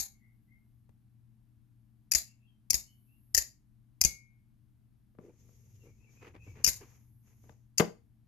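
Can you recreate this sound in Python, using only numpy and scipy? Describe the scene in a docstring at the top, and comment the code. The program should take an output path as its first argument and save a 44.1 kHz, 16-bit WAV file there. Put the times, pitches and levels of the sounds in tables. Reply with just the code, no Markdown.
"""A small, quiet room with a low hum; a stereo microphone close to a cloth-covered table, a bird far outside.
A spring-driven knife snaps, left of centre, and from 2 s is flicked open and shut four times: a latch
lets go, the blade grazes its channel and some 30 ms later bounces into its stop; spring and blade ring on.
From 5 s a cardboard box is knocked and shoved round on the cloth, with one more stroke in between.
At 7.8 s the last stroke shoots the blade into the box."""
import sys
import numpy as np
from scipy import signal
from scipy.fft import rfft, irfft, next_fast_len
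from scipy.io import wavfile
from scipy.ndimage import uniform_filter1d

SR = 44100
rng = np.random.default_rng(int(sys.argv[2]) if len(sys.argv) > 2 else 0)


def output_pcm(signal):
    """Save a mono or channel-first signal as 16-bit PCM at the path in sys.argv[1].

    Samples are clipped to [-1, 1] before scaling.
    """
    pcm = np.clip(np.atleast_2d(signal).T, -1, 1) * 32767
    wavfile.write(sys.argv[1], SR, np.round(pcm).astype(np.int16))


N = 364707
LEAD = 4410  # samples ahead of time zero, for blows already sounding at the start
T = np.arange(SR // 2) / SR  # time axis of one blow [s]
GLIDE_ATTACK_S, GLIDE_RELEASE_S = 0.065, 0.45

# the spring launches the blade: (time [s], level [dB], low clack [dB], handle kick [dB],
# delay of the graze [s], graze [dB])
LAUNCHES = [(2.1181, -9, -3.5, -50, 0.018, -16.5), (2.7057, -8, -5.5, -44, 0.026, -19),
            (3.348, -8, -0.5, -43.5, 0.019, -21.5), (4.0143, -8, -1, -38.5, 0.024, -17),
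            (6.645, -7, 1.5, -51.5, 0.019, -12.5), (7.7816, -11.5, 3, -48.5, 0.011, -24)]
# the blade hits its stop: (time [s], level [dB], loss per bounce [dB], low clack [dB], top sheen [dB],
# spring buzz [dB], free blade ring [dB], sheathed ring [dB], recoil [dB], handle note [Hz], handle [dB])
STOPS = [(-.003, -22, 2.7, -9.5, 2, -27, -66, -63.5, -48.5, 2183, -48.5),
         (2.1492, -8, 6.5, 0.5, -1, -21.5, -58.5, -54, -35.5, 1952, -32.5),
         (2.742, -12, 8.5, -0.5, 0.2, -27, -64, -45.5, -38, 2190, -40),
         (3.3764, -10, 4, 0.5, 2, -23.5, -69.5, -58, -38.5, 1883, -29.5),
         (4.0485, -5, 7.5, -3.5, -5.5, -27, -39.5, -61.5, -32, 2510, -31),
         (6.674, -14, 2.4, 4.5, 3.5, -20.5, -66.5, -49, -37.5, 2250, -39),
         (7.7991, -26.5, 3.5, 12, 3.2, -42.5, -66.5, -62, -49, 2100, -29.5)]
# crowded resonances of handle and slide: (frequency [Hz], gain [dB])
FRAME = [(60, -18.5), (200, -19.5), (600, -26), (1300, -29.5), (2000, -15.5), (2700, -14.5), (3700, -29),
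         (4300, -16), (4850, 0.5), (5800, -1), (6900, 4), (8200, -20.5), (9300, -12.5), (12500, -6.5)]
# the microphone's right port faces away from the knife: (frequency [Hz], gain [dB])
SHADOW = [(150, -12), (1000, -11), (2100, -13), (2700, -14), (3900, 2.5), (4700, -4), (5600, -14.5),
          (6900, -19), (8200, -0.5), (9400, -3.5), (12000, -3)]


def knife():
    """Close up, on the left: steel cracks, each stop sets the parts ringing, the hand takes the recoil."""
    out = cracks()
    for s, *_, spring_db, blade_db, sheathed_db, recoil_db, handle_hz, handle_db in STOPS:
        buzz = amp(spring_db) * spring_buzz()
        steel = blade_ring(blade_db, sheathed_db)
        clack = amp(handle_db) * handle_clack(handle_hz)
        recoil = amp(recoil_db) * thump(hz=60.3, t60=0.11, pan_db=16.5)
        add(out, s, buzz + pan(5.7) * (steel + clack) + recoil)
    for s, _, _, kick_db, *_ in LAUNCHES:
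        scrape = blow(colour(pair(len(T), .25) * fade(.012), FRAME))
        add(out, s - .005, amp(-35.5) * pan(5.8) * scrape)  # the latch slips off its seat first
        add(out, s, amp(kick_db) * thump(hz=81, t60=0.084, pan_db=11))
    return out


def cracks():
    """Each steel contact cracks through the hand-damped frame."""
    out = np.zeros((2, N + LEAD))
    for s, db, clack_db, sheen_db in contacts():
        strike = pair(len(T), 0.37) * fade(0.0047) + amp(-6.5) * crowd(count=36) * fade(.028)
        strike *= 1 - fade(0.0031)
        crack = blow(colour(strike[:, :SR // 12], FRAME))
        tone = [(3000, clack_db), (4500, 0.0016), (7500, 0), (11000, sheen_db)]
        add(out, s, amp(db) * colour(crack, tone))
    out[1] = colour(out[1], SHADOW)
    return out


def contacts():
    """Every touch of steel on steel: (time [s], level [dB], low clack [dB], top sheen [dB])."""
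    for s, db, clack_db, _, graze_s, graze_db in LAUNCHES:
        yield s - .002, db - 7, -4, 3  # the latch tips
        yield from bounces(s, db, loss_db=11, clack_db=clack_db, sheen_db=-3, count=3)
        yield s + graze_s, graze_db, 4, 1.5  # the blade grazes its channel
    for s, db, loss_db, clack_db, sheen_db, *_ in STOPS:
        yield from bounces(s, db, loss_db, clack_db, sheen_db, count=5)


def bounces(s, db, loss_db, clack_db, sheen_db, count):
    """A blow and its rebounds, each weaker and duller than the last, at shrinking gaps."""
    first_gap_s, shrink, jitter_s, duller_db = .0038, .9, .0003, 1.17
    for k in range(count):
        yield s, db - k * loss_db, clack_db + k * duller_db, sheen_db
        s = s + first_gap_s * shrink ** k + jitter_s * rng.standard_normal()


def spring_buzz():
    """The coils ring and chatter in their channel, which roughens the sound."""
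    # resonances of the spring: (frequency [Hz], gain [dB])
    spring_spectrum = [(100, -26), (700, -15.5), (1300, -20), (2100, -12.5), (3100, -23), (4000, -9),
                       (4800, -8), (5700, -6.5), (7000, 5.5), (8200, -16), (10000, -11.5), (12000, 0),
                       (13000, -9)]
    chatter = amp(2.5 * walk(180)[:len(T)])
    coils = (crowd(count=240) + 0.58 * pair(len(T), 0.095)) * chatter
    buzz = unit(colour(coils, spring_spectrum)) * fade(0.19) * (1 - fade(0.041))
    buzz[1] = colour(buzz[1], [(hz, 0.39 * db) for hz, db in SHADOW])  # only partly shadowed
    return buzz


def blade_ring(free_db, sheathed_db):
    """The struck blade rings on in long steel modes."""
    # modes of the blade, free and sheathed: (frequency [Hz], level [dB], t60 [s])
    free_modes = [(2178, -4, 0.52), (2220, -9.5, .4), (2360, -15, 0.56), (3390, -11.5, 0.16),
                  (4550, -9, 0.19), (4960, -13, .25), (6541, 6, .15), (11700, -2.5, .15)]
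    sheathed_modes = [(4355, -11, 0.38), (4870, -14, 0.27), (7000, 3, .16), (10900, 1, .12),
                      (10400, 5.5, .1), (12400, -0.5, .17), (12820, -3, .15)]
    free = amp(free_db) * ring(free_modes, scatter_db=1.2, spread_rad=0.52)
    return free + amp(sheathed_db) * ring(sheathed_modes, scatter_db=2.5, spread_rad=1)


def handle_clack(hz):
    """The handle's hollow note, whose pitch depends on the grip."""
    return blow(colour(pair(len(T), 0.27) * fade(0.044), [(0.76 * hz, -40), (hz, 0), (1.5 * hz, -40)]))


def thump(hz, t60, pan_db):
    """The hand takes a jolt: a few slow swings and a dull thud of flesh."""
    flesh = [(50, -11), (110, -2), (190, -0.5), (300, -12.5), (650, -14), (1100, -35.5)]
    thud = unit(colour(pair(len(T), 0.29), flesh))
    swings = np.sin(2 * np.pi * hz * T) * fade(t60)
    return pan(pan_db) * (swings + amp(-4) * thud * fade(0.039))


def box_knocks():
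    """Blade, handle and fingers hit the box, which answers with a short crack and its hollow modes."""
    # blows on the box: (time [s], level [dB], brightness [dB/octave], hollow ring re the crack [dB])
    box_blows = [(5.15, -62.5, 0, -6), (5.187, -41, -3.5, -3.5), (5.4913, -61, -0.5, -2),
                 (6.3517, -46, 1.5, -5), (6.4747, -48.5, -2, -7.5), (7.44, -55.5, -4.5, -3),
                 (7.4943, -45.5, 0.5, -8), (7.522, -59, 2.5, -12), (7.7982, -12.5, 1.5, -9),
                 (7.802, -8.5, 0.5, -3.5), (7.8064, -18, 1, -10), (7.824, -23, -1, -18)]
    # dull knock of cardboard: (frequency [Hz], gain [dB])
    card_spectrum = [(25, -33.5), (70, -13.5), (170, 2), (300, 3.5), (470, 0.5), (750, -4.5), (1200, -5.5),
                     (1700, -15), (2600, -18.5), (4000, -26.5), (8000, -39), (13000, -50.5)]
    # modes of the box: (frequency [Hz], level [dB], t60 [s])
    box_modes = [(173, -0.5, 0.13), (209, -5.5, 0.14), (374, -8.5, .08), (474.6, 1, 0.11), (604, -12, 0.18),
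                 (792, -3, 0.069), (1167, -2.5, 0.093), (1340, -15, 0.11), (1570, -4.5, 0.038),
                 (1870, -12.5, 0.038), (2150, -5, 0.051), (2590, -17, 0.045)]
    out = np.zeros((2, N + LEAD))
    for s, db, tilt_db, hollow_db in box_blows:
        crack = blow(colour(pair(len(T), .92) * fade(0.02), card_spectrum))
        body = amp(hollow_db) * blow(ring(box_modes, scatter_db=0.94, spread_rad=0.11))
        add(out, s, amp(db) * colour(crack + body, [(125, -2 * tilt_db), (8000, 4 * tilt_db)]))
    right_port = [(200, -6), (500, -2), (650, -1), (850, -9.5), (1200, -20.5), (2500, -17), (6000, -2.5)]
    out[1] = colour(out[1], right_port)
    return colour(out, [(30, -19.5), (70, -3.5), (110, -0.5)])  # a small box radiates little bass


def sliding():
    """Card catches and slips on the weave in uneven grains, over a soft hiss of cloth."""
    # the box is shoved: (start [s], length [s], hollow rub [dB], rasp [dB])
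    shoves = [(5.19, .11, -60, -81.5), (5.84, .045, -63.5, -80), (6.222, .06, -57, -59.5),
              (6.347, .015, -59.5, -63), (6.465, .025, -61.5, -77), (6.56, .045, -60, -63),
              (6.81, .025, -56.5, -61.5), (7.44, .05, -73.5, -83)]
    # sleeve, hand and box glide on the cloth: (start [s], length [s], hiss [dB], rasp [dB])
    glides = [(5.237, .1, -79.5, -86.5), (5.398, 0.5, -74.5, -88.5), (6.01, .02, -80.5, -87),
              (6.11, .16, -72.5, -80.5), (6.443, 0.25, -71.5, -78.5), (6.742, 0.21, -71, -74.5),
              (7.267, 0.048, -76.5, -79), (7.44, 0.071, -74.5, -87.5)]
    # the box's hollow rub, the card's rasp and the cloth's hiss: (frequency [Hz], gain [dB])
    rub_spectrum = [(100, -23.5), (220, -2.5), (380, 2.5), (480, 1.5), (600, -13.5), (900, -20.5),
                    (2000, -45)]
    rasp_spectrum = [(300, -24.5), (700, -2), (950, 0), (1500, -5.5), (2400, -2), (3000, -11.5),
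                     (3800, -20.5), (5000, -20.5), (9000, -39)]
    cloth_spectrum = [(1180, -35.5), (2000, -3.5), (4300, -11), (6670, 7), (7420, -4), (8590, -27),
                      (10400, -13), (12500, -1.5), (13300, -8.5), (14000, -39)]
    rubbing, rasping, hissing = np.zeros((3, N))
    for s, length, rub_db, rasp_db in shoves:
        push = swell(s, length, attack_s=0.016, release_s=0.11)
        rubbing += amp(rub_db) * push
        rasping += amp(rasp_db) * push
    for s, length, hiss_db, rasp_db in glides:
        glide = swell(s, length, GLIDE_ATTACK_S, GLIDE_RELEASE_S)
        hissing += amp(hiss_db) * glide
        rasping += amp(rasp_db) * glide
        rubbing += amp(-79.5) * glide
    slips = amp(2.5 * walk(220))
    rub = unit(colour(pair(N, 0.95) * slips, rub_spectrum)) * rubbing
    rasp = unit(colour(pair(N, 0.34) * slips, rasp_spectrum)) * rasping
    hiss = unit(colour(pair(N, 0.14) * amp(1.5 * walk(40)), cloth_spectrum)) * hissing
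    return pan(1.3) * (rub + rasp) + pan(2.7) * hiss


def table_rumble():
    """The table rumbles under the hands, in phase at both ports."""
    # course of the rumble: (time [s], level [dB])
    rumble_levels = [(5.1, -90), (5.3, -65.5), (5.9, -58.5), (6.1, -67), (6.5, -52.5), (6.9, -63),
                     (7.3, -70.5), (7.5, -55), (7.6, -83)]
    level = amp(np.interp(np.arange(N) / SR, *np.transpose(rumble_levels)))
    tabletop = [(30, -12), (70, -5), (100, 4), (150, -11), (300, -34.5), (600, -61)]
    return pan(1.3) * level * unit(colour(pair(N, 1), tabletop))


def grip():
    """A fingertip lands on the handle: a soft bump with a faint tick."""
    # the fingers shift: (time [s], thump [dB], tick [dB])
    touches = [(0.8924, -59.5, -63.5)]
    tick_spectrum = [(200, 8), (1000, 6), (3000, -10), (6000, -33.5)]
    out = np.zeros((2, N + LEAD))
    for s, thump_db, tick_db in touches:
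        tick = blow(colour(pair(len(T), 0.33) * fade(0.033), tick_spectrum))
        add(out, s, amp(thump_db) * thump(hz=95, t60=0.14, pan_db=8) + amp(tick_db) * pan(11) * tick)
    return out


def fizz():
    """A thin hiss at the very top comes and goes."""
    # spells of hiss: (start [s], length [s], level [dB])
    spells = [(0.151, 0.65, -89), (2.849, 0.54, -77), (5.449, .4, -81), (6.848, .63, -78.5)]
    level = sum(amp(db) * swell(s, length, GLIDE_ATTACK_S, GLIDE_RELEASE_S) for s, length, db in spells)
    return level * unit(colour(pair(N, 0.19), [(8000, -29), (10500, -5), (12500, 0), (14000, -13.5)]))


def bird():
    """Thin whistles from far outside, blurred by the long way in to the microphone."""
    # rising notes and level notes: (time [s], starting pitch [Hz], relative level [dB])
    rising_notes = [(.194, 2006, -76), (.47, 2017, -74.5), (2.232, 2560, -80), (2.391, 2580, -84),
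                    (2.835, 2850, -76.5), (3.06, 2590, -83), (5.968, 2470, -77), (6.143, 2416, -71.5),
                    (6.368, 2450, -69)]
    level_notes = [(.123, 2167, -78.5), (2.46, 3190, -78.5), (5.787, 2800, -78), (5.838, 2300, -73),
                   (6.048, 2290, -72), (6.45, 2270, -64.5)]
    rising_s, rising_ratio, level_s = .098, 1.09, 0.039
    out = np.zeros((1, N + LEAD))
    for notes, length, rise in (rising_notes, rising_s, rising_ratio), (level_notes, level_s, 1):
        for s, start_hz, db in notes:
            hz = start_hz * np.linspace(1, rise, int(length * SR))
            hz *= 1 + .025 * walk(250)[:len(hz)]
            whistle = np.hanning(len(hz)) ** .5 * np.sin(2 * np.pi * np.cumsum(hz) / SR)
            add(out, s, amp(db + 8) * whistle[None])
    echoes = pair(len(T), .3) * fade(.35)
    echoes /= np.sqrt(np.sum(echoes ** 2, axis=1, keepdims=True))
    return pan(3.6) * signal.fftconvolve(out, echoes, axes=1)[:, LEAD:LEAD + N]


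def room_tone():
    """Low room rumble, with a faint, wavering hum to the left."""
    # tones of the hum: (frequency [Hz], level [dB])
    hum_tones = [(37.7, -79), (118.6, -67), (220.7, -80), (301.5, -87.5)]
    # the quiet room's noise: (frequency [Hz], gain [dB])
    floor_spectrum = [(12, -38), (20, -10.5), (90, -10.5), (122, -7.5), (136, -9.5), (148, -19.5),
                      (217, -12.5), (302, -26), (328, -32), (356, -30), (508, -44.5), (650, -39.5),
                      (7870, -55), (12500, -45), (14000, -67)]
    t = np.arange(N) / SR
    hum = np.zeros(N)
    for hz, db in hum_tones:
        level = amp(db + 1.8 * walk(5.7))
        hum += level * np.sqrt(2) * np.sin(2 * np.pi * hz * t + 0.41 * walk(3.2))
    rumble = amp(-66.5) * unit(colour(pair(N, 0.45), floor_spectrum))
    return pan(9.4) * hum + pan(1.9) * rumble


def room(x, wet_db, t60):
    """Near walls return a short diffuse tail, starting 6 ms after the direct sound."""
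    tail = pair(len(T), .15) * fade(t60) * np.clip((T - .006) / .012, 0, 1)
    tail /= np.sqrt(np.sum(tail ** 2, axis=1, keepdims=True))
    tail = colour(tail, [(150, 1.5), (500, 4), (1500, 1), (4000, 0), (7000, -1.5), (12000, -6.5)])
    wet = signal.fftconvolve(x.mean(axis=0, keepdims=True), tail, axes=1)[:, :x.shape[1]]
    return x + amp(wet_db) * pan(4) * wet


def ring(modes, scatter_db, spread_rad):
    """Struck modes; their strengths, and their lag between the ports, vary with the spot that is hit."""
    out = 0
    for hz, db, t60 in modes:
        strength, lag = rng.standard_normal(2)
        phase = spread_rad * lag * np.array([[1], [-1]])
        out = out + amp(db + scatter_db * strength) * fade(t60) * np.sin(2 * np.pi * hz * T + phase)
    return out


def crowd(count):
    """Many close steel modes of uneven strength, each reaching the two ports in its own phase."""
    spectrum = np.zeros((2, len(T) // 2 + 1), complex)
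    bins = ((np.arange(count) + rng.random(count)) / count * (len(T) // 2)).astype(int)
    spectrum[:, bins] = rng.rayleigh(size=count) * np.exp(2j * np.pi * rng.random((2, count)))
    return unit(irfft(spectrum, len(T)))


def colour(x, points):
    """Minimum-phase filter through points of (frequency [Hz], gain [dB])."""
    size = 2 * next_fast_len(x.shape[-1] // 2 + 2048)
    hz, db = np.transpose(points)
    f = np.maximum(np.arange(size // 2 + 1) * SR / size, 1)
    cepstrum = irfft(np.interp(np.log(f), np.log(hz), db) * np.log(10) / 20)
    cepstrum[1:size // 2] *= 2
    cepstrum[size // 2 + 1:] = 0
    return irfft(rfft(x, size) * np.exp(rfft(cepstrum)))[..., :x.shape[-1]]


def swell(s, length, attack_s, release_s):
    """Rise up to time s, hold, then fall 60 dB in release_s."""
    t = np.arange(N) / SR - s
    rise = np.clip(1 + t / attack_s, 0, 1) ** 2
    return rise * np.exp(-np.log(1000) * np.maximum(t - length, 0) / release_s)


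def fade(t60):
    """Decay by 60 dB in t60 seconds."""
    return np.exp(-np.log(1000) * T / t60)


def pair(size, alike):
    """Left and right noise sharing the fraction `alike` of their power."""
    noise = rng.standard_normal((3, size))
    return np.sqrt(alike) * noise[0] + np.sqrt(1 - alike) * noise[1:]


def walk(rate_hz):
    """Random wavering at rms 1."""
    step = int(SR / rate_hz)
    return unit(uniform_filter1d(np.repeat(rng.standard_normal(N // step + 1), step), step)[:N])


def pan(db):
    """Gains that put the left db above the right."""
    return amp(np.array([[db], [-db]]) / 2)


def amp(db):
    """Decibels to gain."""
    return 10 ** (np.asarray(db) / 20)


def unit(x):
    """Scale to rms 1."""
    return x / np.sqrt(np.mean(x ** 2, axis=-1, keepdims=True))


def blow(x):
    """Scale to the energy of 2 ms at rms 1."""
    return x * np.sqrt(.002 * SR / np.sum(x ** 2, axis=-1, keepdims=True))


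def add(out, s, sound):
    """Mix a sound in at time s, on a track that starts LEAD samples early."""
    start = max(int(s * SR) + LEAD, 0)
    part = out[:, start:start + sound.shape[-1]]
    part += sound[:, :part.shape[-1]]


def scene():
    """Knife and box close by in the small room; bird and room tone behind them."""
    blows = room(knife() + box_knocks() + grip(), wet_db=-13.5, t60=0.25)[:, LEAD:]
    return blows + sliding() + table_rumble() + fizz() + bird() + room_tone()


def record(dry):
    """The microphone drops the deepest bass, rounds the loudest peaks and cuts the top steeply."""
    bass_hz, ceiling, edge_hz, top_hz = 28, 1.15, 13150, 14357
    bassless = signal.sosfilt(signal.butter(2, bass_hz, "high", fs=SR, output="sos"), dry)
    rounded = ceiling * np.tanh(bassless / ceiling)
    dulled = signal.sosfilt(signal.ellip(8, .3, 30, edge_hz, fs=SR, output="sos"), rounded)
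    return signal.sosfilt(signal.ellip(8, .2, 70, top_hz, fs=SR, output="sos"), dulled)


dry = scene()
out = record(dry)
output_pcm(out)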